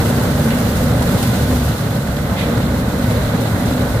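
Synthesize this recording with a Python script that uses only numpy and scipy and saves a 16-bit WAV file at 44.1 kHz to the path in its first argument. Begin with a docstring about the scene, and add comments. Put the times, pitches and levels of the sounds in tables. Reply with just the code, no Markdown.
"""Under a concrete bridge at night roadworks, a heavy tipper truck idles while machines work behind it.
Its diesel makes low tones and a knock at each firing, and the knocks echo off the concrete.
The machines rumble, roar, drone, hiss and rasp, and a low engine hum throbs unevenly.
Loose parts rattle faintly, grit ticks on steel, and a valve lets off one short puff of air."""
import sys
import numpy as np
from scipy import signal
from scipy.fft import rfft, irfft
from scipy.io import wavfile

SR = 44100
rng = np.random.default_rng(int(sys.argv[2]) if len(sys.argv) > 2 else 0)


def to_wav(sig):
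    """Store sig (one row per channel, or 1-D mono) as 16-bit WAV at the path in sys.argv[1].

    Samples outside -1..1 are clipped; the rate is SR.
    """
    pcm = np.clip(np.atleast_2d(sig), -1, 1) * 32767
    pcm = np.round(pcm).astype(np.int16)
    wavfile.write(sys.argv[1], SR, pcm.T)  # frames by channels


N = 176400
TIME_S = np.arange(N) / SR
FREQS_HZ = np.fft.rfftfreq(N, 1 / SR)


def gain(db):
    """Turns decibels into a number to multiply by."""
    return 10 ** (np.asarray(db) / 20)


def unit(x):
    """Scales a signal to an average (rms) size of 1."""
    return x / np.sqrt(np.mean(x ** 2) + 1e-20)


def across_pitch(table):
    """Joins a table's points into a value for every frequency."""
    hz, value = np.transpose(table)
    return np.interp(np.log(FREQS_HZ + 1), np.log(hz + 1), value)


def over_time(table, column=1):
    """Joins a table's levels into a gain for every moment."""
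    rows = np.array(table)
    return gain(np.interp(TIME_S, rows[:, 0], rows[:, column]))


def drift(rate_hz):
    """Random wandering of size 1, mostly slower than rate_hz."""
    return unit(irfft(rfft(rng.standard_normal(N)) / (1 + (FREQS_HZ / rate_hz) ** 2), N))


def noise():
    """Two unrelated white noises."""
    return rng.standard_normal((2, N))


# How alike the left and right sides sound: pitch_hz, likeness (0 to 1)
SIDE_LIKENESS = [(100, 0.99), (260, 0.99), (360, 0.84), (520, 1), (720, 0.83), (860, 0.25), (1120, 0.78),
                 (1500, 0.3), (2000, 0.49), (2600, 0.036), (15000, 0.027)]
# How much louder the left side is: pitch_hz, difference_db
LEFT_LOUDER = [(100, 0.4), (300, -2), (390, 4), (520, -1), (750, -1.5), (1020, 2), (1500, -5.5), (2000, -7),
               (2600, -1), (4100, -7), (5000, 1), (6300, 3.5), (7300, -0.5), (9500, 3), (11800, -2),
               (15000, 0)]
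# How far the left side's wave runs ahead: pitch_hz, phase_rad
LEFT_AHEAD = [(50, 0.05), (350, 0.26), (520, -0.8), (840, 0.85), (1130, -1), (1550, 0.5), (1800, 1.9),
              (2100, 1.45), (2400, 3.5)]

def stereo(pair, colour_db):
    """Colours two noises (sets how strong each pitch is) and spreads them left and right at size 1."""
    shared, separate = rfft(pair)
    alike = np.clip(across_pitch(SIDE_LIKENESS), 0, 1)
    lean = gain(across_pitch(LEFT_LOUDER) / 2)
    left = shared * lean * np.exp(1j * across_pitch(LEFT_AHEAD))
    right = (alike * shared + np.sqrt(1 - alike ** 2) * separate) / lean
    sides = irfft(np.array([left, right]) * gain(colour_db), N)
    return sides / np.std(sides.mean(0))


def bridge_echo(x, fade_60db_s=0.62, delay_s=.012, strength=1.3):
    """Sound bounces off the concrete deck and returns as a dense, fading echo."""
    t = TIME_S[:SR // 2]
    tail = rng.standard_normal((2, len(t))) * gain(-60 * t / fade_60db_s) * (t > delay_s)
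    tail /= np.linalg.norm(tail, axis=1, keepdims=True)
    return x + strength * signal.fftconvolve(x, tail, axes=1)[:, :N]


# The engine's tones: waves_per_cycle (in one cycle, every cylinder fires once)
ENGINE_TONES = [6, 10, 12, 18, 20, 24, 30, 33]
# How strong each of those tones is: level_db
ENGINE_TONE_LEVELS = [-40.5, -37, -30.5, -32, -35, -29.5, -35.5, -35]
# How hard each of the six cylinders knocks: level_db
CYLINDER_LEVELS = [-1.5, -7.5, 1.5, -1.5, -1, -5.5]
# Colour of the knocks: pitch_hz, level_db
KNOCK_COLOUR = [(150, -22), (260, 1.5), (370, -8.5), (520, 4), (900, -10), (1500, -6), (2500, -17),
                (4000, -18.5), (7000, -36)]
# Slow swells of the engine's tones and the machinery: time_s, bass_db, middle_db
SWELLS = [(0, 1.5, 2.5), (0.35, 1, 0.8), (0.65, 1.1, 0.2), (0.95, 0.8, 1.0), (1.3, 1, 1.1),
          (1.55, 0.5, -0.4), (1.8, -3, -2.5), (2.05, -3.5, -3.2), (2.3, -1, -2), (2.55, 0.5, 0),
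          (2.85, -0.5, -1.5), (3.15, -1, 1), (3.5, -1, -0.7), (3.75, -0.5, -0.6), (4, -3.5, -0.5)]

def diesel(firing_hz=35.73, speed_wander=.004, waver_db=3, knock_db=-34, knock_s=0.0071, scatter_db=3.5):
    """Cylinders fire in turn, making low tones and knocks that follow one slightly wandering speed."""
    firings = np.cumsum(firing_hz * (1 + speed_wander * drift(1.5))) / SR
    cylinders = len(CYLINDER_LEVELS)
    tones = 0
    for waves, db in zip(ENGINE_TONES, ENGINE_TONE_LEVELS):
        peak = gain(db + waver_db * drift(1.3)) * np.sqrt(2)
        tones += peak * np.sin(2 * np.pi * (waves * firings / cylinders + rng.random()))
    count = firings.astype(int)
    uneven_db = scatter_db * rng.standard_normal(400)[count]
    strength = gain(np.array(CYLINDER_LEVELS)[count % cylinders] + uneven_db)
    since_firing_s = (firings % 1) / firing_hz
    knocks = noise() * strength * np.exp(-since_firing_s / knock_s)
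    clatter = stereo(bridge_echo(knocks), across_pitch(KNOCK_COLOUR))
    return over_time(SWELLS) * tones + gain(knock_db) * clatter


def panel_ring(hz, width_hz):
    """A shaken steel panel rings around one pitch."""
    return stereo(noise(), -20 * np.log10(1 + (2 * (FREQS_HZ - hz) / width_hz) ** 2))


# Colour of the machines' low rumble: pitch_hz, level_db
RUMBLE_COLOUR = [(12, -40), (20, -19), (36, -21), (62, -4.5), (112, -1), (166, -3), (238, -4.5), (300, -9),
                 (370, -17), (490, -33), (840, -120)]
# Colour of their higher roar: pitch_hz, level_db
ROAR_COLOUR = [(220, -50), (380, -9), (470, -1.5), (513, -2), (559, -1), (665, -7.5), (772, -5.5),
               (941, -9.5), (1270, -11.5), (1490, -11), (1700, -15), (2040, -15.5), (2500, -25.5),
               (3250, -67), (5500, -120)]
# Their ringing steel panels: pitch_hz, width_hz, level_db
STEEL_PANELS = [(401, 12.5, -40.5), (472, 25, -37.5), (569, 76, -36.5), (1502, 28, -44), (3465, 130, -52.5)]

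def machinery(rumble_db=-18.5, roar_db=-25.5, rumble_shudder_db=1.0, roar_shudder_db=0.98):
    """Road machines rumble and roar with one shared shudder while their panels ring."""
    shudder = drift(rate_hz=25)
    rumble = gain(rumble_db + rumble_shudder_db * shudder) * stereo(noise(), across_pitch(RUMBLE_COLOUR))
    roar = gain(roar_db + roar_shudder_db * shudder) * stereo(noise(), across_pitch(ROAR_COLOUR))
    panels = sum(gain(db) * panel_ring(hz, width_hz) for hz, width_hz, db in STEEL_PANELS)
    bass, middle = over_time(SWELLS, column=1), over_time(SWELLS, column=2)
    return bass * rumble + middle * (roar + panels)


# Rise and fall of the deepest bass: time_s, boost_db
DEEP_SWELLS = [(0, 7), (.13, -5), (.45, -3), (.8, 1.5), (1.17, 1.5), (1.3, -4), (1.5, 0), (1.72, 3),
               (1.8, -9), (2.0, -4), (2.08, 4), (2.4, -2), (2.8, 2), (2.97, -1), (3.27, 3.5), (3.42, -4),
               (3.55, 0), (3.92, 5.5)]

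def heave(x, below_hz=83):
    """Makes the deepest bass of a sound swell and sink."""
    deep = irfft(rfft(x) / (1 + (FREQS_HZ / below_hz) ** 8), N)
    return x + (over_time(DEEP_SWELLS) - 1) * deep


def wavering_tone(hz, wander_hz):
    """A held tone whose pitch wanders by about wander_hz."""
    turns = np.cumsum(hz + wander_hz * drift(rate_hz=9)) / SR + rng.random()
    return np.sqrt(2) * np.sin(2 * np.pi * turns)


# The hum that the bridge gathers: time_s, level_db
HUM_LEVELS = [(0, -32), (.3, -34), (.65, -35), (.95, -28), (1.3, -27), (1.65, -31), (1.85, -27), (2.1, -33),
              (2.55, -32), (2.9, -26), (3.2, -28), (3.5, -23.5), (3.75, -24.5), (4, -23.5)]
# Short throbs on top of it: peak_s, level_db
HUM_THROBS = [(.31, -20), (.92, -19), (1.06, -24), (1.3, -18), (2.48, -22), (2.6, -21), (3.1, -22),
              (3.39, -24), (3.49, -22), (3.7, -34), (3.96, -22)]

def hum(pitch_hz=113.5, throb_s=.028, chug_db=3.5):
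    """The engines' low hum gathers under the deck, chugging and throbbing unevenly."""
    throbs = sum(gain(db) * np.exp(-((TIME_S - peak_s) / throb_s) ** 2) for peak_s, db in HUM_THROBS)
    chug = unit(gain(chug_db * np.clip(drift(rate_hz=22), -2, 2)))
    return (over_time(HUM_LEVELS) + throbs) * chug * wavering_tone(pitch_hz, wander_hz=4.96)


# The lower machine tone: time_s, level_db
LOW_DRONE = [(0, -36), (.12, -21.5), (.28, -31), (.45, -19), (.55, -23), (.66, -33), (1.1, -31), (1.7, -36),
             (2.2, -43), (2.52, -31.5), (2.8, -32), (3.3, -32), (4, -39)]
# The higher machine tone: time_s, level_db
HIGH_DRONE = [(0, -38), (.12, -21.5), (.3, -29), (.7, -26.5), (1.15, -25), (1.33, -27.5), (1.43, -36),
              (1.52, -20), (1.62, -22.5), (1.72, -36), (2.3, -42), (2.6, -29), (3.1, -30), (3.45, -32.5),
              (3.66, -28), (3.76, -19), (3.87, -27), (3.95, -45)]

def drones(low_hz=226.2, high_hz=245.8, wander_hz=3.48):
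    """Two machine tones swell and fade, so close in pitch that they pulse against each other."""
    low = over_time(LOW_DRONE) * wavering_tone(low_hz, wander_hz)
    high = over_time(HIGH_DRONE) * wavering_tone(high_hz, wander_hz)
    return low + high


# Colour of the hiss: pitch_hz, level_db
HISS_COLOUR = [(1500, -32), (2500, 0), (4100, -0.5), (4800, 0), (5800, -1), (7500, -.5), (9700, -2.5),
               (11600, 0), (14600, -2), (15400, -5.5)]
# Rise and fall of the hiss: time_s, boost_db
HISS_SWELLS = [(0, 2), (0.15, 1.5), (0.55, 1.5), (0.84, 2.5), (0.92, -1.3), (1.0, 0.5), (1.1, 3), (1.42, 2),
               (1.7, 1), (1.95, -2.5), (2.28, -3.5), (2.55, -2), (2.85, -3.5), (3.1, -1.2), (3.3, -1.5),
               (3.55, -2.5), (3.67, -1.1), (4, -2.5)]

def hiss(level_db=-34.5, flutter_db=0.85, grit_per_s=500, grit_spread_db=5.5, grit_db=-11):
    """The working machines hiss unevenly, with fine ticks of grit mixed in."""
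    sizes = gain(grit_spread_db * np.minimum(rng.exponential(1, (2, N)), 4))
    grit = unit(sizes * (rng.random((2, N)) < grit_per_s / SR))
    wash = stereo(noise() + gain(grit_db) * grit, across_pitch(HISS_COLOUR))
    return gain(level_db + flutter_db * drift(rate_hz=20)) * over_time(HISS_SWELLS) * wash


# Colour of the rasp: pitch_hz, level_db
RASP_COLOUR = [(1500, -27), (2600, -6), (3500, -4), (4100, -1), (4500, -6.5), (5200, -22), (9000, -45)]
# Rise and fall of the rasp: time_s, boost_db
RASP_SWELLS = [(0, 1), (.55, -0.5), (.85, -1), (1.25, 2.5), (1.7, -0.5), (2, -3.5), (2.3, -4.5), (2.6, 2.5),
               (2.82, -4), (3.08, 0.5), (3.27, -0.5), (3.47, 3), (3.54, -4), (3.67, 0.5), (4, -2.5)]

def rasp(level_db=-41, flutter_db=1.5):
    """The machines give off a fluttering metallic rasp."""
    loudness = gain(level_db + flutter_db * drift(rate_hz=35)) * over_time(RASP_SWELLS)
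    return loudness * stereo(noise(), across_pitch(RASP_COLOUR))


def burst(start_s, rise_s, decay_s, db, colour_db):
    """Coloured noise that rises and dies away."""
    t = TIME_S - start_s
    shape = np.clip(t / rise_s, 0, 1) * np.exp(-np.maximum(t - rise_s, 0) / decay_s)
    return gain(db) * shape * stereo(noise(), colour_db)


# Shakes of loose parts: start_s, level_db, pitch_hz, decay_s
LOOSE_PARTS = [(0.504, -25.5, 1690, 0.033), (1.01, -23, 595, 0.022), (1.231, -32, 3500, .02),
               (2.166, -32, 2500, .008), (3.655, -36, 5000, .02)]

def rattles(rise_s=0.0017, width_octaves=0.98):
    """Loose parts shake, each making a brief scratchy noise around its own pitch."""
    shakes = 0
    for start_s, db, hz, decay_s in LOOSE_PARTS:
        octaves_away = np.log2((FREQS_HZ + 1) / hz)
        shakes += burst(start_s, rise_s, decay_s, db, -6 * (octaves_away / width_octaves) ** 2)
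    return shakes


# Grit hitting steel: start_s, level_db
GRIT_HITS = [(1.0225, -25), (1.0270, -24.5), (1.1865, -32), (1.2280, -22), (1.2745, -26)]
# Colour of each hit: pitch_hz, level_db
HIT_COLOUR = [(1000, -15), (3000, 5), (6000, -3), (9000, 2), (13000, 0), (15400, -5)]

def grit_ticks(rise_s=0.00034, crack_s=0.0026, tail_s=0.02, tail_drop_db=12.5):
    """Bits of grit strike steel: a sharp crack and a short, quieter tail."""
    colour = across_pitch(HIT_COLOUR)
    ticks = 0
    for start_s, db in GRIT_HITS:
        ticks += burst(start_s, rise_s, crack_s, db, colour)
        ticks += burst(start_s, rise_s, tail_s, db - tail_drop_db, colour)
    return ticks


# The puff from the valve: start_s, level_db
VALVE_PUFFS = [(2.356, -27.5)]
# Colour of the escaping air: pitch_hz, level_db
AIR_COLOUR = [(1000, -18), (1750, -6), (2050, 5), (2500, 2), (2850, -3), (3150, 0), (3500, 2), (4200, -4),
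              (5000, -12), (14000, -19)]

def air_puff(rise_s=.04, decay_s=0.06):
    """A valve lets off a little air."""
    return sum(burst(start_s, rise_s, decay_s, db, across_pitch(AIR_COLOUR)) for start_s, db in VALVE_PUFFS)


def scene():
    """The truck and the machines run throughout, with a few short sounds on top."""
    running = heave(diesel() + machinery()) + hum() + drones() + hiss() + rasp()
    return running + rattles() + grit_ticks() + air_puff()


def record(dry):
    """Cuts away the very highest treble."""
    low_pass = signal.firwin(801, cutoff=15480, window=("kaiser", 9), fs=SR)
    return signal.oaconvolve(dry, low_pass[None], "same")


dry = scene()
out = record(dry)
to_wav(out)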